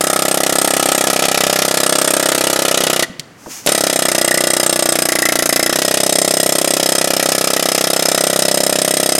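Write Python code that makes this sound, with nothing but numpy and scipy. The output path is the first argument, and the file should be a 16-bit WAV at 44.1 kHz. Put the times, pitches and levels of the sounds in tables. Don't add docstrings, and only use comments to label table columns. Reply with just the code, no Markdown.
import sys
import numpy as np
from scipy import signal
from scipy.fft import rfft, irfft, next_fast_len
from scipy.io import wavfile
from scipy.ndimage import uniform_filter1d

SR = 44100
rng = np.random.default_rng(int(sys.argv[2]) if len(sys.argv) > 2 else 0)


def generate_wav(sig):
    pcm = np.round(np.clip(np.atleast_2d(sig).T, -1, 1) * 32767).astype(np.int16)
    wavfile.write(sys.argv[1], SR, pcm)


N = 405279


def amp(db):
    return 10 ** (np.asarray(db) / 20)


def unit(x):
    return x / np.sqrt(np.mean(x ** 2) + 1e-20)


def along(points, hz):
    f, values = np.transpose(points)
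    return np.interp(np.log(hz + 1), np.log(f + 1), values)


def curve(points, times):
    return np.interp(times, *np.transpose(points))


def filtered(x, response):
    size = next_fast_len(N + SR // 2)
    return irfft(rfft(x, size) * response(np.fft.rfftfreq(size, 1 / SR)), size)[:N]


def tinted(x, spectrum):
    return filtered(x, lambda hz: unit(amp(along(spectrum, hz))))


def noise(spectrum):
    return tinted(rng.standard_normal(N), spectrum)


def impulse(spectrum, size=4096):
    cepstrum = irfft(along(spectrum, np.fft.rfftfreq(size, 1 / SR)) * np.log(10) / 20)
    cepstrum[1:size // 2] *= 2
    cepstrum[size // 2 + 1:] = 0
    return irfft(np.exp(rfft(cepstrum)))[:size // 2]


def decay(attack, t60, size=3000):
    t = np.arange(size) / SR
    return (1 - np.exp(-t / attack)) * amp(-60 * t / t60)


def scatter(times, spread):
    return spread * rng.standard_normal(len(times))


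def train(times, db, shapes):
    shapes = np.broadcast_to(shapes, (len(times), shapes.shape[-1]))
    energy = np.mean(np.sum(shapes ** 2, axis=1))
    scale = np.sqrt(np.median(np.diff(times)) * SR / energy)
    index = np.round(np.abs(times) * SR).astype(int)[:, None] + np.arange(shapes.shape[1])
    return np.bincount(index.ravel(), (scale * amp(db)[:, None] * shapes).ravel(), N)[:N]


def ringing(times, db, modes, loose, detune, vary_db=2.5, ratio=1, attack=0.0004):
    shapes = 0
    for hz, mode_db, t60 in modes:
        envelope = decay(attack, t60)
        t = np.arange(len(envelope)) / SR
        strength, phase, pitch = rng.standard_normal((len(times), 3)).T[:, :, None]
        tone = np.sin(2 * np.pi * hz * (ratio + detune * pitch) * t + loose * phase)
        shapes = shapes + amp(mode_db + vary_db * strength) * envelope * tone
    return train(times, db, shapes)


# (frequency [Hz], relative spectral level [dB])
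BACKGROUND_SPECTRUM = [(25, -40), (60, -27), (120, -12.5), (280, -11.5), (600, -21), (1500, -22.5),
                       (3800, -35), (7000, -36), (16000, -49)]
def background():
    return amp(-42.5) * noise(BACKGROUND_SPECTRUM)


RUN_STARTS_S = (.0079, 3.6894)
# (time [s], rate [strokes/s])
FIRST_RATE = [(0.01, 32.83), (0.62, 33.13), (1.27, 32.7), (2.63, 33.13), (2.7, 32.3), (3.04, 31.6)]
SECOND_RATE = [(3.69, 34.45), (4.15, 30.96), (4.59, 31.29), (5.5, 29.14), (5.68, 29.94), (5.73, 32.68),
               (7.72, 32.61), (9.19, 32.97)]
def strokes(jitter_s=.00003, drift_s=.0003):
    times = []
    for start, rate in zip(RUN_STARTS_S, (FIRST_RATE, SECOND_RATE)):
        t = np.arange(start * SR, rate[-1][0] * SR) / SR
        cycles = np.cumsum(curve(rate, t)) / SR
        times.extend(np.interp(np.arange(cycles[-1]), cycles, t))
    return np.array(times) + scatter(times, jitter_s) + uniform_filter1d(scatter(times, drift_s), size=9)


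def load(times, free_hz=32.8, loaded_hz=29.2):
    rate = curve(FIRST_RATE + SECOND_RATE, times)
    return np.clip((free_hz - rate) / (free_hz - loaded_hz), 0, 1)


# (frequency [Hz], relative spectral level [dB])
PUFF_SPECTRUM = [(60, -35.5), (120, -21.5), (155, -3.5), (195, -4), (235, -16), (275, -2.5), (355, -0.5),
                 (395, -15.5), (440, -2.5), (560, -0.5), (650, 2.5), (730, -5), (900, -18.5), (4000, -37.5)]
def exhaust_puff(times, db):
    return train(times + 0.00072, db + 0.26 + scatter(times, 0.46), impulse(PUFF_SPECTRUM))


# (frequency [Hz], relative spectral level [dB])
JET_SPECTRUM = [(100, -32), (600, 8), (1000, -0.5), (2000, 1), (5000, 6), (9000, 4), (12500, 4),
                (14000, -1), (16000, -18)]
def exhaust_jet(times, db):
    envelope = train(times + 0.00033, db + scatter(times, 0.97), decay(attack=0.00048, t60=0.015))
    return envelope * noise(JET_SPECTRUM)


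# (frequency [Hz], relative level [dB], T60 [s])
PANEL_MODES = [(164.2, 5.5, 0.11), (264.1, 14, 0.09)]
def shed_panel(times, puff_db, coupling_db=-16, load_db=4.5):
    db = puff_db + coupling_db + load_db * load(times)
    return ringing(times, db, PANEL_MODES, loose=0.03, detune=0.001, vary_db=0.5, attack=0.0064)


# (frequency [Hz], relative spectral level [dB])
SNAP_SPECTRUM = [(3000, -45), (6500, 1), (8000, 1.5), (11000, 3), (12800, -4.5), (14000, -15), (16000, -18)]
def impact_snap(times, db):
    envelope = train(times, db + scatter(times, 1.04), decay(attack=0.000063, t60=0.028))
    return envelope * noise(SNAP_SPECTRUM)


# (frequency [Hz], relative spectral level [dB])
CLATTER_SPECTRUM = [(30, -45), (100, -7), (250, -6.5), (600, 5.5), (1000, -2.5), (1600, 0), (2500, 0.5),
                    (3300, 1.5), (4400, -1.5), (6500, -1.5), (9000, -8.5), (16000, -33)]
def clatter(times, db, coherence=0.86, corner_hz=2600, rattle_s=0.0106, rattle_db=-12):
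    db = db + 1.23 + scatter(times, 1.0)
    envelope = decay(attack=0.00032, t60=0.041)
    rattle = np.pad(decay(attack=0.0003, t60=0.012), (round(rattle_s * SR), 0))
    envelope += amp(rattle_db) * rattle[:len(envelope)]
    fresh, drifting = rng.standard_normal((2, len(times), len(envelope)))
    drifting = uniform_filter1d(drifting, size=25, axis=0)
    share = lambda hz: coherence / (1 + (hz / corner_hz) ** 2)
    steady = filtered(train(times, db, drifting * envelope), lambda hz: np.sqrt(share(hz)))
    changing = filtered(train(times, db, fresh * envelope), lambda hz: np.sqrt(1 - share(hz)))
    return tinted(steady + changing, CLATTER_SPECTRUM)


# (nominal frequency [Hz], relative level [dB], T60 [s])
BENDING_MODES = [(193, -2, 0.062), (338.6, -1, 0.12), (848, -9.5, 0.18), (1158, -3, 0.13),
                 (1420, -0.5, 0.069), (1654, 3.5, 0.056), (2693, 4.5, 0.037)]
def rod_hum(times, seated_db=-27.5, free_drop_db=-24, seating_load=0.093):
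    weight = load(times)
    db = seated_db + free_drop_db * np.exp(-weight / seating_load)
    ratio = 1.1 - 0.153 * weight[:, None]
    return ringing(times, db, BENDING_MODES, loose=0.58, detune=0.0017, vary_db=1.0, ratio=ratio)


# (frequency [Hz], relative level [dB], T60 [s])
ROD_MODES = [(1282, 2.5, 0.053), (1229.4, -8.5, 0.13), (1371, -7, 0.092), (1700, -7, 0.11),
             (822, -5, 0.075), (883, -7, 0.047)]
# (time [s], relative level [dB])
ROD_RING_LEVEL = [(0.01, -24), (1.4, -22.5), (2.9, -25.5), (3.03, -32), (3.69, -27.5), (5.6, -31),
                  (5.9, -40), (7.2, -26.5), (9.15, -31.5)]
def rod_ring(times, gain_db=-0.5):
    return ringing(times, curve(ROD_RING_LEVEL, times) + gain_db, ROD_MODES, loose=0.56, detune=0.0024)


# (frequency [Hz], relative level [dB], T60 [s])
BIT_LOW_MODES = [(5150, 4.5, 0.018), (3864, -9, 0.03), (3254, -10, 0.026), (6210, -16, 0.087)]
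BIT_HIGH_MODES = [(8426, 8.5, 0.014), (7240, -6, 0.023), (10530, -3, 0.01)]
# (time [s], relative level [dB])
BIT_HIGH_LEVEL = [(0.01, -21.5), (0.2, -26), (0.9, -19.5), (1.1, -26), (1.5, -34), (2.0, -17.5),
                  (3.03, -33.5), (3.69, -21), (5.0, -18.5), (5.2, -34), (5.8, -26.5), (6.2, -17),
                  (7.8, -28), (8.1, -19), (8.5, -23.5), (9.15, -20.5)]
def bit_ring(times, tight_db=-33, loose_db=-24.5, wander_db=3.0, high_gain_db=-1):
    low_db = np.where(times < RUN_STARTS_S[1], tight_db, loose_db)
    low_db += uniform_filter1d(scatter(times, wander_db), size=7)
    high_db = curve(BIT_HIGH_LEVEL, times) + high_gain_db
    low = ringing(times, low_db, BIT_LOW_MODES, loose=0.82, detune=0.0089, vary_db=1.8, attack=0.001)
    high = ringing(times, high_db, BIT_HIGH_MODES, loose=1.45, detune=0.011, vary_db=2.7, attack=0.0017)
    return low + high


# (nominal frequency [Hz], relative level [dB], T60 [s])
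CLANG_MODES = [(2034, 6, 0.015), (1908, 0, 0.015)]
# (centre time [s], half length [s], level [dB])
HARD_CONTACTS = [(3.03, 0.025, -21), (4.3, 0.22, -26.5), (5.24, .13, -23.5), (5.606, .1, -23)]
def rod_clang(times, round_trip_s=.0048, floor_db=-34):
    swells = sum(amp(db) * np.exp(-((times - centre) / half) ** 2) for centre, half, db in HARD_CONTACTS)
    clang_db = 20 * np.log10(amp(floor_db) + swells)
    ratio = 0.96 + 0.028 * load(times)[:, None]
    return ringing(times + round_trip_s, clang_db, CLANG_MODES,
                   loose=1.43, detune=0.021, vary_db=2.2, ratio=ratio, attack=0.003)


# (time [s], relative level [dB])
BLOW_LEVEL = [(0.01, -24.5), (1.4, -18), (2.0, -20.5), (3.03, -18), (3.69, -21), (5.3, -25), (5.9, -20),
              (6.1, -23.0), (7.8, -21), (9.15, -23.5)]
# (time [s], puff [dB], clatter [dB], jet and snap [dB])
HALF_STROKES = [(0.873, -30, -31, -42), (1.084, -21, -33, -48), (1.236, -28, -21, -39),
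                (2.816, -29.5, -25, -40), (3.662, -21.5, -40, -20), (3.6694, -24, -16.5, -24),
                (4.943, -33, -36, -47.5)]
def hammer(travel_s=.0028):
    full = strokes()
    weight = load(full)
    full_strokes = [full,
                    -19 - weight,
                    curve(BLOW_LEVEL, full) - 1.5,
                    -20.5 + 4 * weight ** 4]
    times, puff_db, clatter_db, bright_db = np.hstack([full_strokes, np.transpose(HALF_STROKES)])
    bright_db -= 3.5
    hits = times + travel_s + scatter(times, .00005)
    full_hits = hits[:len(full)]
    low = exhaust_puff(times, puff_db) + shed_panel(times, puff_db)
    jet = exhaust_jet(times, bright_db)
    blows = impact_snap(hits, bright_db) + clatter(hits, clatter_db)
    steel = rod_hum(full_hits) + rod_ring(full_hits) + rod_clang(full_hits) + bit_ring(full_hits)
    return low, jet + blows + steel


# (delay [s], amplitude ratio [1])
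ECHO_PATHS = [(.0068, 0.073), (.0103, 0.13), (0.0144, 0.13), (0.0123, 0.18)]
def echoes(x):
    return filtered(x, lambda hz: sum(gain * np.exp(-2j * np.pi * hz * lag) for lag, gain in ECHO_PATHS))


# (frequency [Hz], T60 [s])
YARD_DECAY = [(150, 1), (600, 0.75), (2000, 0.89), (6000, 0.52), (14000, 0.24)]
def yard_reverb(x, build_s=0.0019):
    hz, t, spectrogram = signal.stft(rng.standard_normal(SR), SR, nperseg=256)
    damping = amp(-60 * t / along(YARD_DECAY, hz)[:, None])
    _, tail = signal.istft(spectrogram * damping, SR)
    tail *= 1 - np.exp(-np.arange(len(tail)) / SR / build_s)
    return signal.fftconvolve(x, tail / np.linalg.norm(tail))[:N]


# (time [s], level [dB], centre [Hz], width [octaves], T60 [s])
TOOL_KNOCKS = [(3.096, -21.5, 216, 0.3, 0.12), (3.1959, -15, 3981, 0.81, 0.028),
               (3.194, -28, 160, 0.48, 0.064), (3.461, -29.5, 787, 0.59, 0.063),
               (3.469, -24, 340, 0.58, 0.1), (3.675, -34, 55, 0.72, .1)]
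def knocks():
    out, t = np.zeros(N), np.arange(N) / SR
    for start, db, centre, octaves, t60 in TOOL_KNOCKS:
        passband = lambda hz: np.exp(-.5 * (np.log2((hz + 1) / centre) / octaves) ** 2)
        band = unit(filtered(rng.standard_normal(N), passband))
        out += band * (t >= start) * amp(db - 60 * np.abs(t - start) / t60)
    return out


# (time [s], level [dB])
LEAK_LEVEL = [(3.3, -90), (3.4, -47), (3.48, -40.5), (3.515, -28.5), (3.59, -31.5), (3.63, -40),
              (3.66, -35), (3.68, -75)]
# (frequency [Hz], relative spectral level [dB])
LEAK_SPECTRUM = [(400, -22.5), (900, -10.5), (2700, -10.5), (4000, -14), (6200, -2.5), (7500, -8),
                 (10000, -12.5), (16000, -18)]
def trigger_leak():
    return amp(curve(LEAK_LEVEL, np.arange(N) / SR)) * noise(LEAK_SPECTRUM)


def scene():
    low, bright = hammer()
    tool = low + bright + knocks() + trigger_leak()
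    return (tool + echoes(bright) + amp(-19.5) * yard_reverb(tool) + background())[None]


def record(dry, hardness=5, top_hz=15850):
    rounded = dry[0] / (1 + np.abs(dry[0]) ** hardness) ** (1 / hardness)
    return filtered(rounded, lambda hz: hz < top_hz)[None]


dry = scene()
out = record(dry)
generate_wav(out)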